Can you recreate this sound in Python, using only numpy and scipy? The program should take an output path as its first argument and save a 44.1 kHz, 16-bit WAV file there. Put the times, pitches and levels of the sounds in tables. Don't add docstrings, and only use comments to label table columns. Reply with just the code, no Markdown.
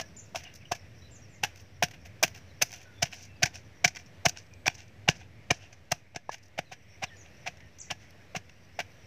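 import sys
import numpy as np
from scipy import signal
from scipy.fft import rfft, irfft, next_fast_len
from scipy.io import wavfile
from scipy.ndimage import uniform_filter1d, map_coordinates

SR = 44100
rng = np.random.default_rng(int(sys.argv[2]) if len(sys.argv) > 2 else 0)


def to_wav(s):
    ch = np.atleast_2d(s).T
    pcm = np.round(np.clip(ch, -1, 1) * 32767)
    wavfile.write(sys.argv[1], SR, pcm.astype(np.int16))


N = 399546
PRE = SR // 20

# (bottom time [s], lead 1, 2 [ms], attack 1 [ms],
# release 2 [ms], crunch 1, 2 [dB], brightness 1, 2 [dB], hollow 1, 2 [dB], hollow pitch [Hz],
# wall pitch 1, 2 [0-1], snap pitch 1, 2 [0-1], hollow fall [ms], thud [dB], ring [dB], foot [dB],
# thud pitch [Hz])
STROKES = [(0.017, 18.3, 3.5, 1.2, 5.9, -26, -32, -7.0, 3, -34, -45, 680.4, 0.91, 0.54, 0.59, 0.45, 4.2, -60, -48, -75.0, 135),
           (0.368, 18.3, 8.5, 1.5, 7.6, -37, -26.5, -6, -1, -36, -38, 711, 0.68, 1, 0.3, 0.17, 7.5, -59, -68, -47, 135),
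           (0.7244, 2.82, -12.5, 4.7, 2.4, -22.5, -42, -1.5, -1, -28, -47, 706, 0.97, 0.5, 0.25, 0.3, 5.3, -53, -49, -33.5, 133),
           (1.4399, 3.6, -6, 1.3, 5.3, -15, -26, -6, -1, -32, -34.5, 796, 0.91, 0.6, 0.13, 0.3, 4.4, -50, -47, -44, 138),
           (1.8392, 12, 3, 1.8, 7.3, -14, -18.5, -7, -3, -21.5, -36.5, 716.5, 1, 1, 0.31, 0.34, 4.3, -41.5, -65, -34.5, 154),
           (2.248, 18.1, 12, 1.6, 6.4, -18, -10.5, 1, -1, -25, -23, 688, 0.68, 0.87, 0.58, 1, 3.3, -48, -61, -45, 161),
           (2.6315, 9.8, 7.0, 5.5, 4.5, -16.5, -12.5, -8.5, 7, -40, -43, 702.3, 0.27, 0.64, 0.61, 1, 8, -52.5, -68.0, -52, 133),
           (3.0369, 6.7, -3, 5.8, 4.6, -15.5, -33.5, 1, -11, -30.5, -41.5, 707, 0.67, 0.6, 0.38, 0.2, 1.9, -40.5, -61.0, -57, 129),
           (3.4407, 15.6, 7, 2, 4.2, -22, -9.5, -11, -0.5, -33, -33.5, 699, 0, 0.26, 0.3, 0.46, 4.2, -37, -45, -57, 128),
           (3.8603, 12.6, 5, 3.1, 4.1, -10, -17.5, -5.5, -1, -28, -43, 741, 0, 0.52, 0.65, 0.38, 6, -40, -58.0, -57.5, 145),
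           (4.2689, 10.8, 5, 4.2, 2.5, -15, -11, 5, -5.5, -23.5, -29.5, 722.5, 0.67, 0.78, 0.58, 0.7, 3.2, -36, -64.0, -33, 141),
           (4.684, 14, 3, 5.8, 0.94, -21.5, -10.5, -0.5, -5, -31.5, -26, 742, 0.5, 0.34, 0.47, 0.2, 1.5, -44, -59, -65, 127),
           (5.094, 12.3, 4.5, 2.5, 2.1, -24, -10, -15, -7, -31, -33, 753, 0.65, 0.51, 0.3, 0.098, 4.6, -32, -38, -26, 149),
           (5.517, 9.6, 7, 2.9, 4.3, -15.5, -14, -22, -2, -33, -23.5, 684.5, 0, 0.37, 0.3, 0.12, 2.9, -37.5, -48, -24.5, 133),
           (5.9264, 9.8, 5, 1.3, 3.2, -24, -15.5, -13, -0.5, -44.5, -25.5, 730, 0, 0.21, 0.15, 0.88, 4.2, -42.5, -65.5, -48, 138),
           (6.1673, 17, 5, 2.6, 6.2, -45.5, -31.5, -6, -2, -52, -41, 697, 0.3, 0.21, 0.039, 0.33, 3.6, -53.5, -55, -39, 137),
           (6.294, 0.1, 1.05, 0.99, 0.78, -40, -54, -6, -10, -56, -24, 838, 0.16, 0.1, 0.4, 0.4, 0.52, -61, -45, -69.0, 134),
           (6.5955, 13.5, 5, 3.3, 4.4, -32, -23, -11, -8.5, -42, -34, 700.0, 0.083, 0.24, 0.3, 0.085, 2.9, -49.5, -63, -38, 155),
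           (6.73, 6.0, 0.5, 6.7, 9.1, -38.5, -39.0, -6, -4.5, -45.5, -61, 733, 0.9, 0.6, 0.4, 0.3, 3.1, -59, -63, -72, 135),
           (7.041, 6.7, 1.5, 10.2, 5.2, -31, -24.5, -11, -4, -37, -34, 754, 0.5, 0.77, 0.4, 0.17, 1.6, -51, -56, -64, 132),
           (7.4888, 20.5, 13.5, 6.4, 8.1, -31, -26, -11, -9, -47.5, -39, 708, 0.081, 0.1, 0.4, 0.2, 6, -55.5, -72, -65, 134),
           (7.922, 14.4, 10.5, 4.1, 7, -26, -25, -17, -4, -47, -37.5, 744, 0.89, 0.79, 0.3, 0.31, 6.7, -51.5, -55, -52, 136),
           (8.3698, 17.1, 6.5, 2.7, 8.5, -30, -28, -12, -4, -34, -38.5, 708, 0.26, 0.41, 0.3, 0.26, 4.8, -45.5, -57, -52, 160),
           (8.8067, 13.6, 3.5, 2.3, 6, -24.5, -23, -9.5, -11, -32.5, -50, 712, 0.11, 0.12, 0.53, 0.32, 5.2, -56, -57, -51, 135)]
# (centre [Hz], width [Hz], gain [dB])
FOOT_MODES = [(376, 320, 3.5), (1071, 182, -10)]
# (centre [Hz], width [Hz], gain [dB])
SIZZLE_MODES = [(8850, 11000, -3.5), (11450, 280, 6), (14500, 4300, -1)]


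def amp(db):
    return 10 ** (np.asarray(db) / 20)


def unit(x):
    return x / np.sqrt(np.mean(x ** 2) + 1e-20)


def wobble(rate_hz):
    knots = rng.standard_normal(int(N * rate_hz / SR) + 4)
    return map_coordinates(knots, [np.arange(N) * rate_hz / SR])


def curves(rows):
    s, *cols = np.transpose(rows)
    return [np.interp(np.arange(N) / SR, s, c) for c in cols]


def filtered(x, response):
    m = next_fast_len(N + SR // 2)
    return irfft(rfft(x, m) * response(np.fft.rfftfreq(m, 1 / SR)), m)[:N]


def resonant(x, modes):
    def response(f):
        h = sum((-1) ** k * amp(db) * 1j * f * width / (hz * hz - f * f + 1j * f * width)
                for k, (hz, width, db) in enumerate(modes))
        return h / np.sqrt(np.mean(np.abs(h) ** 2))
    return filtered(x, response)


def resonant_twice(x, modes):
    return resonant(resonant(x, modes), modes)


def coloured(spectrum):
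    hz, db = np.transpose(spectrum)
    noise = rng.standard_normal(N)
    return unit(filtered(noise, lambda f: amp(np.interp(np.log(f + 1), np.log(hz), db))))


def patchy(depth_db):
    z = signal.stft(rng.standard_normal(N), nperseg=512)[2]
    field = uniform_filter1d(rng.standard_normal(z.shape), size=5, axis=0)
    field = uniform_filter1d(field, size=12, axis=1)
    return unit(signal.istft(z * amp(depth_db * unit(field)), nperseg=512)[1][:N])


def swell(db, rise_ms, fall_ms):
    ms = np.arange(-PRE, SR // 10) / SR * 1000
    return amp(db - 10 * np.where(ms < 0, np.abs(ms / rise_ms) ** 2.02, np.abs(ms / fall_ms) ** 0.93))


def echoes(x, t60_s, gap_s):
    t = np.arange(int(t60_s * SR)) / SR
    tail = rng.standard_normal(len(t)) * amp(-60 * t / t60_s) * (t > gap_s)
    return signal.fftconvolve(x, tail / np.linalg.norm(tail))[:N]


def rustle():
    # (time [s], dull [dB], bright [dB])
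    levels = [(0, -74, -67.5), (.55, -65, -70), (1.4, -66, -72), (2, -68.5, -71.5), (2.75, -65.5, -69),
              (3.2, -69.5, -75), (4, -65.5, -72), (4.6, -69.5, -84), (5.1, -67.5, -83), (5.57, -67.5, -74),
              (5.8, -71.5, -81), (6.5, -68.5, -77.5), (7.1, -62.5, -70.5), (7.55, -62.5, -70),
              (7.95, -66, -73), (8.3, -68, -72.5), (9.06, -63.5, -68)]
    # (centre [Hz], width [Hz], gain [dB])
    dull_modes = [(1700, 650, 9), (2440, 1200, 11)]
    bright_modes = [(5020, 2400, 7.5), (5830, 810, 14)]
    dull_db, bright_db = curves(levels)
    coarse, fine = patchy(depth_db=3.2), patchy(depth_db=3)
    flicker_db = 2 * wobble(30) + 2 * wobble(200)
    dull = unit(resonant_twice(coarse, dull_modes))
    bright = unit(resonant_twice(fine, bright_modes) + amp(-3.5) * resonant(fine, SIZZLE_MODES))
    return amp(dull_db) * dull + amp(bright_db + flicker_db) * bright


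def insects():
    # (time [s], level [dB])
    levels = [(0, -85), (3.8, -92), (4.6, -79.5), (5.3, -91), (6.5, -92), (7, -83), (7.6, -92),
              (8.3, -87.5), (9.06, -86)]
    # (centre [Hz], width [Hz], gain [dB])
    bands = [(8000, 500, 0), (13600, 900, -4)]
    return amp(curves(levels)[0]) * unit(resonant_twice(rng.standard_normal(N), bands))


def distance():
    # (time [s], rumble [dB], air [dB])
    levels = [(0.0, -51.5, -60.5), (1.16, -51.5, -62), (1.69, -53.5, -63), (2.04, -51, -61.5),
              (2.52, -53.5, -60), (3.46, -52, -61.5), (4.54, -53.5, -62), (4.99, -51.5, -62.5),
              (5.55, -53.5, -61.5), (5.73, -54.5, -63), (6.11, -60, -67), (6.46, -59.5, -65.5),
              (7.27, -54, -60.5), (8.45, -55.5, -62.5), (8.81, -54.5, -62), (9.06, -55.5, -61.5)]
    # (frequency [Hz], relative density [dB])
    rumble_spectrum = [(15, -51), (25, -27), (37, -23.5), (56, -8.5), (97, 3.5), (134, -7.5), (162, -8.5),
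                       (458, -27), (500, -23.5), (650, -45.5), (1100, -120)]
    air_spectrum = [(150, -37), (250, -4.5), (330, -5), (618, -3), (788, -8.5), (922, -11), (1280, -13),
                    (1730, -8.5), (4190, -19.5), (6040, -21.5), (8700, -34), (13700, -34), (16000, -43.5)]
    rumble_db, air_db = curves(levels)
    rumble = amp(rumble_db + .7 * wobble(7)) * coloured(rumble_spectrum)
    return rumble + amp(air_db + 1.1 * wobble(6)) * coloured(air_spectrum)


def bursts():
    fall1_ms, max_rise2_ms = 5.37, 3.46
    rows = []
    for s, lead1_ms, lead2_ms, rise1_ms, fall2_ms, db1, db2, bright1, bright2, *rest in STROKES:
        hollow1, hollow2, hz, wall1, wall2, snap1, snap2, hollow_ms, *_ = rest
        s1, s2 = s - lead1_ms / 1000, s - lead2_ms / 1000
        rise2_ms = min(max_rise2_ms, rise1_ms + max(lead1_ms - lead2_ms, 0))
        rows += [(s1, rise1_ms, fall1_ms, db1, bright1, wall1, snap1, hollow1, hz, hollow_ms),
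                 (s2, rise2_ms, fall2_ms, db2, bright2, wall2, snap2, hollow2, hz, hollow_ms)]
    return rows


def soft_bursts():
    # (time [s], level [dB], length [ms], brightness [dB])
    squelches = [(.3771, -44, 6.1, 13), (.3919, -47, 35, -3), (0.439, -43, 6.3, 1), (0.5404, -46, 2.8, 19),
                 (0.558, -48.5, 11.5, 16), (.47, -50.5, 52, -25), (.63, -59, 34, -21),
                 (0.755, -42, 11.5, 1), (1.4318, -36, 2.5, -9), (1.455, -41, 22, -6), (1.56, -44.5, 2.2, 0),
                 (1.575, -51.5, 10, 1), (1.602, -55, 20, 3), (1.885, -42, 2.1, -4), (1.913, -40, 5.2, -3),
                 (1.942, -46.5, 13, -12), (2.059, -46, 12, -2), (2.28, -30.5, 2.3, -3.5),
                 (2.35, -44.5, 8.8, -4), (2.3622, -42.5, 4.3, -1), (2.377, -48, 15, -5),
                 (2.666, -49, 28, 6), (2.694, -47, 3, 4), (2.709, -44, 5.9, -1), (2.719, -38, 1.6, 6),
                 (2.729, -35.5, 2.7, 0), (2.738, -32.5, 1.4, 4), (2.746, -44, 7.6, -4),
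                 (2.76, -48, 50, -1.5), (2.816, -45, 4.4, -4), (2.832, -51, 7.3, 10),
                 (3.057, -34.5, 7.4, -6), (3.0695, -43.5, 12, -3), (3.127, -37, 1.5, -16),
                 (3.12, -49, 4.1, 8), (3.1325, -29.5, 2, -7), (3.142, -42, 8.1, -4), (3.151, -47, 60, 1),
                 (3.2, -54, 30, 0), (3.232, -48, 21.3, 6), (3.254, -49.5, 8.9, 10),
                 (3.4594, -24.5, 8.5, -1.5), (3.546, -43.5, 15, 0), (3.557, -33.5, 3.4, 6.5),
                 (3.564, -37.5, 1.8, 0), (3.578, -50.5, 23, 3), (3.8797, -22.5, 4.3, 3.5),
                 (3.951, -39.5, 3, -4), (3.9605, -34, 2.6, 0), (3.969, -29.5, 4.6, -9.5),
                 (3.9954, -46.5, 18, 0), (4.063, -52.5, 5.5, 5.5), (4.286, -26, 3.4, 10),
                 (4.2951, -22, 3.7, 15), (4.366, -46, 11, -7), (4.3734, -36.5, 2.8, -0.5),
                 (4.388, -45.5, 15, 3.5), (4.425, -61.5, 25, 1), (4.467, -55, 2.1, 7.5),
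                 (4.538, -48, 2.1, 11.5), (4.66, -25, 3, -13), (4.701, -35, 1.8, -19), (4.745, -46, 3, 9.5),
                 (4.7525, -45.5, 7, 6), (4.783, -49, 2, 3), (4.795, -48.5, 35, -5.5), (4.805, -43, 1.8, 2),
                 (4.819, -47, 1.5, -1), (4.831, -51, 2, 2), (4.882, -51, 2, 4), (5.0973, -22.5, 3.7, 4),
                 (5.103, -27, 2, 8), (5.111, -34.5, 5.3, -4), (5.164, -50, 18, 3), (5.209, -49.5, 25, -8),
                 (5.5432, -48.5, 24, 8), (5.63, -51, 47, -8), (5.73, -44.5, 7.6, 0.5), (5.91, -44, 2.5, 6),
                 (6.314, -50, 2.7, 2), (6.321, -39, 7, 1), (6.333, -41.5, 17, -1), (6.345, -36, 5, -5),
                 (6.383, -50.5, 3.8, 3), (6.435, -58, 13, 12), (6.459, -59, 8.1, 12), (6.483, -60, 3.3, 16),
                 (7.262, -49, 3.9, -18), (7.573, -49, 4, 0), (7.606, -45, 3.7, -10), (7.787, -42, 2.2, 13),
                 (8.03, -58, 41, -4), (8.22, -64, 40, -14.5), (8.108, -49.5, 1.9, 17),
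                 (8.496, -43, 3, -9.5)]
    rows = []
    for s, lead_ms, _, attack_ms, _, db1, db2, bright_db, *_ in STROKES:
        touch = (s - (lead_ms + attack_ms + 0.5) / 1000, 1.5, 1.5, db1 - 30, bright_db, 0)
        slump = (s + 0.015, 11, 28, max(db1, db2) - 35, -3.5, 1)
        rows += [touch, slump]
    for s, db, ms, bright_db in squelches:
        rows.append((s, 0.62 * ms, ms, db, bright_db, min(ms / 12, 1)))
    return rows


def crush_power():
    # (time [s], level re burst [dB])
    spray_levels = [(0, -15), (.6, -17), (1.8, -12.5), (2.7, -15), (3.4, -22), (3.9, -22), (4.1, -26),
                    (4.26, -21), (4.3, -30), (4.7, -27), (5.6, -36), (5.92, -13.5), (6.2, -45), (6.29, -29),
                    (6.33, -19), (6.5, -18), (7, -24), (9, -18)]
    power = np.zeros((5, N + SR))
    grains_db = np.array([np.pad(3 * wobble(400), (PRE, SR)) for _ in power])
    pitch_wander = np.clip(.5 + .35 * np.array([wobble(30), wobble(30)]), 0, 1)
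    rows = [(*row, *pitch_wander[:, max(round(row[0] * SR), 0)]) for row in soft_bursts()]
    rows += [(*row[:5], 0, *np.clip(row[5:7], 0, 1)) for row in bursts()]
    for s, rise_ms, fall_ms, db, bright_db, grainy, wall_up, snap_up in rows:
        at = max(round(s * SR), 0)
        snap = 1 / (1 + amp(-2 * bright_db))
        spray_db = np.interp(s, *np.transpose(spray_levels)) + 0.56 * bright_db
        shares = [(1 - snap) * (1 - wall_up), (1 - snap) * wall_up,
                  snap * (1 - snap_up), snap * snap_up, amp(2 * spray_db)]
        gain = swell(db, rise_ms, fall_ms)
        gain = gain * amp(grainy * grains_db[:, at:][:, :len(gain)])
        power[:, at:][:, :gain.shape[1]] += np.array(shares)[:, None] * gain ** 2
    return power[:, PRE:][:, :N]


def pops(rate_hz):
    count = int(N * rate_hz / SR) - 1
    at = ((np.arange(count) + rng.random(count)) * SR / rate_hz).astype(int)
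    heights = rng.choice([-1, 1], count) * amp(rng.normal(0, 3, count))
    return unit(np.bincount(at, heights, N))


def grit():
    envelope = np.sqrt(crush_power())
    lumps = unit(amp(3.5 * np.array([wobble(900), wobble(1100)])))
    hiss = lumps[[0, 0, 1, 1, 1]] * rng.standard_normal((5, N))
    pop_share = .55 * np.array([[1], [1], [1], [1], [0]])
    return envelope * (np.sqrt(1 - pop_share) * hiss + np.sqrt(pop_share) * pops(rate_hz=1300))


def crunch():
    # (centre [Hz], width [Hz], gain [dB])
    wall_modes = [(1520, 209, 9.5), (2413, 428, 15.5), (3900, 1800, -5.5)]
    snap_modes = [(5050, 1860, 6.35), (6040, 835, 13.83)]
    air_modes = [(709.5, 70, 0)]
    # (time [s], gain [dB])
    top_levels = [(0, -3), (2, 0), (3.5, -2), (4.3, 3), (5.1, 8), (5.6, -5), (6.2, -3), (7, 0), (9.06, -1)]
    spray_edge_hz, damp_hz = 12500, 8450

    def retuned(modes, strongest_hz):
        return [modes[0], (strongest_hz, *modes[1][1:]), *modes[2:]]

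    bands = grit()
    walls = sum(resonant(x, retuned(wall_modes, hz)) for x, hz in zip(bands[:2], (2360, 2695)))
    skins = sum(resonant(x, retuned(snap_modes, hz)) for x, hz in zip(bands[2:4], (5807, 6096)))
    coarse = bands[0] + bands[1]
    body = amp(-5) * walls + amp(-22) * resonant(coarse, FOOT_MODES)
    body += amp(-14) * resonant(coarse, air_modes)
    damped = filtered(body + amp(-4) * skins, lambda f: 1 / (1 + 1.2j * f / damp_hz - (f / damp_hz) ** 2))
    spray = resonant(bands[4], SIZZLE_MODES)
    top = filtered(spray, lambda f: np.clip((f - spray_edge_hz) / 1500 + .5, 0, 1))
    return damped + amp(-2) * (spray + (amp(curves(top_levels)[0]) - 1) * top)


def hollow():
    # (centre [Hz], width [Hz], gain [dB])
    wood_modes = [(1102, 785, 0)]
    lags_ms = (-1.5, 1.255) * len(STROKES)
    tone, push = np.zeros((2, N + SR))
    rows = bursts()
    start_turns = rng.random(len(rows))
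    waver_turns = np.pad(.09 * wobble(250), (PRE, SR))
    for (s, rise_ms, *_, db, hz, fall_ms), start_turn, lag_ms in zip(rows, start_turns, lags_ms):
        at = max(round((s + lag_ms / 1000) * SR), 0)
        gain = swell(db + 6.5, rise_ms, fall_ms)
        n = len(gain)
        turns = hz * np.arange(n) / SR + start_turn + waver_turns[at:at + n]
        tone[at:at + n] += gain * np.sin(2 * np.pi * turns)
        push[at:at + n] += gain
    wood = resonant_twice(push[PRE:][:N] * rng.standard_normal(N), wood_modes)
    return tone[PRE:][:N] * amp(2.3 * wobble(400)) + amp(-23) * wood


def blows():
    # (frequency [Hz], level [dB], t60 [s])
    clay_modes = [(1705, -4, 0.085), (2870, -22, 0.06)]
    lead_s = 0.0073
    out, jolts = np.zeros(N + SR), np.zeros(N)
    t = np.arange(SR // 5) / SR
    shiver = amp(4 * wobble(160))
    soil_give = 0.39 * np.sin(2 * np.pi * 62 * t) * (t / 0.0062) * np.exp(1 - t / 0.0047)
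    ring = sum(amp(db - 60 * t / t60_s) * np.sin(2 * np.pi * hz * t) for hz, db, t60_s in clay_modes)
    ring *= 1 - np.exp(-t / 0.0016)
    for s, *_, thud_db, ring_db, foot_db, thud_hz in STROKES:
        swing = -np.cos(2 * np.pi * thud_hz * (t - lead_s))
        swing *= (t / 0.0042) ** 2.1 * np.exp(1.6 - t / 0.0026)
        uneven_ring = ring * shiver[round(s * SR):][:len(t)]
        out[round((s - lead_s) * SR):][:len(t)] += amp(thud_db + 14.5) * (swing - soil_give)
        out[round((s - .001) * SR):][:len(t)] += amp(ring_db + 11.5) * uneven_ring
        jolts[round((s - .003) * SR)] = amp(foot_db + 23.5)
    return out[:N] + resonant(jolts, FOOT_MODES)


def birds():
    # (time [s], top pitch [Hz], level [dB], length [s])
    seeps = [(0.163, 7260, -48, 0.04), (1.106, 7470, -55, 0.065), (1.29, 7500, -64.5, 0.075),
             (7.164, 6930, -55.5, 0.065)]
    # (position [0-1], share of top pitch [0-1], gain [dB])
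    seep_shape = [(0, 0.49, -4), (.1, 1, -2), (.5, 0.97, 0), (.85, .87, 3), (1, 0.8, 3)]
    # (time [s], length [s], from [Hz], to [Hz], from [dB], to [dB])
    whistles = [(0.45, 0.033, 2930, 2805, -45, -46), (0.499, .1, 1715, 1660, -59, -79),
                (0.607, 0.028, 2710, 2220, -53, -52), (.654, 0.013, 2980, 2740, -38, -52),
                (1.02, 0.063, 4020, 3900, -55, -62), (1.35, 0.033, 2140, 2070, -63, -51),
                (4.511, 0.057, 2485, 2380, -55, -64), (8.2, .03, 1710, 1620, -61, -59),
                (1.219, .037, 5830, 5500, -55, -57), (2.49, .03, 4200, 3900, -55, -62),
                (2.759, 0.054, 3500, 3430, -56, -82), (2.853, 0.095, 1520, 1420, -55, -62),
                (2.938, 0.083, 3640, 3390, -71, -51.5), (3.047, .07, 3270, 3250, -62, -66),
                (3.4, .02, 4930, 4700, -65, -63.5), (3.259, 0.18, 2750, 2530, -61, -64),
                (3.362, 0.013, 4870, 4630, -62.5, -64), (6.651, 0.064, 4300, 3600, -64, -63),
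                (7.068, 0.039, 4200, 2800, -55, -59), (7.097, 0.06, 1900, 1750, -54, -56),
                (7.6, .09, 1860, 1820, -58, -67)]
    # (time [s], pitch [Hz], level [dB])
    buzz = [(7.786, 5350, -63), (7.791, 6160, -32), (7.794, 5660, -50), (7.798, 8150, -48),
            (7.806, 6340, -35), (7.811, 7430, -55), (7.817, 5700, -28.5), (7.821, 6700, -57),
            (7.827, 4500, -48), (7.832, 6300, -54)]
    high_calls = [[(s + u * length_s, top_hz * share, db + gain_db) for u, share, gain_db in seep_shape]
                  for s, top_hz, db, length_s in seeps]
    low_calls = [[(s, hz0, db0), (s + length_s, hz1, db1)]
                 for s, length_s, hz0, hz1, db0, db1 in whistles]
    low, high = np.zeros((2, N))
    shake = wobble(500)
    flutter = amp(3 * wobble(150) - 3)
    for track, calls, quaver_depth in (low, low_calls, .018), (high, [buzz] + high_calls, .012):
        quaver = 1 + quaver_depth * shake
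        for call in calls:
            s, hz, db = np.transpose(call)
            t, at = np.arange(s[0], s[-1], 1 / SR), round(s[0] * SR)
            edge = np.clip(np.minimum(t - s[0], s[-1] - t) / 0.0021, 0, 1)
            phase = 2 * np.pi * np.cumsum(np.interp(t, s, hz) * quaver[at:][:len(t)]) / SR
            track[at:][:len(t)] += edge * amp(np.interp(t, s, db)) * np.sin(phase)
        track *= flutter
    low += amp(-7) * echoes(low, t60_s=0.13, gap_s=0.003)
    high += amp(-2) * echoes(high, t60_s=0.28, gap_s=0.003)
    return low + high


def scene():
    mortar = crunch() + hollow() + blows()
    mortar += amp(-24.5) * echoes(mortar, t60_s=0.18, gap_s=0.00017)
    return (mortar + birds() + rustle() + insects() + distance())[None]


def record(dry):
    bass_hz, shelf_hz, limit_hz, offset = 45, 15250, 16600, 0.0012

    def response(hz):
        top = (hz < limit_hz) * amp(-26 * np.clip((hz - shelf_hz) / 350, 0, 1))
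        return top * hz ** 2 / (hz ** 2 + bass_hz ** 2)
    return (filtered(dry[0], response) + offset)[None]


dry = scene()
out = record(dry)
to_wav(out)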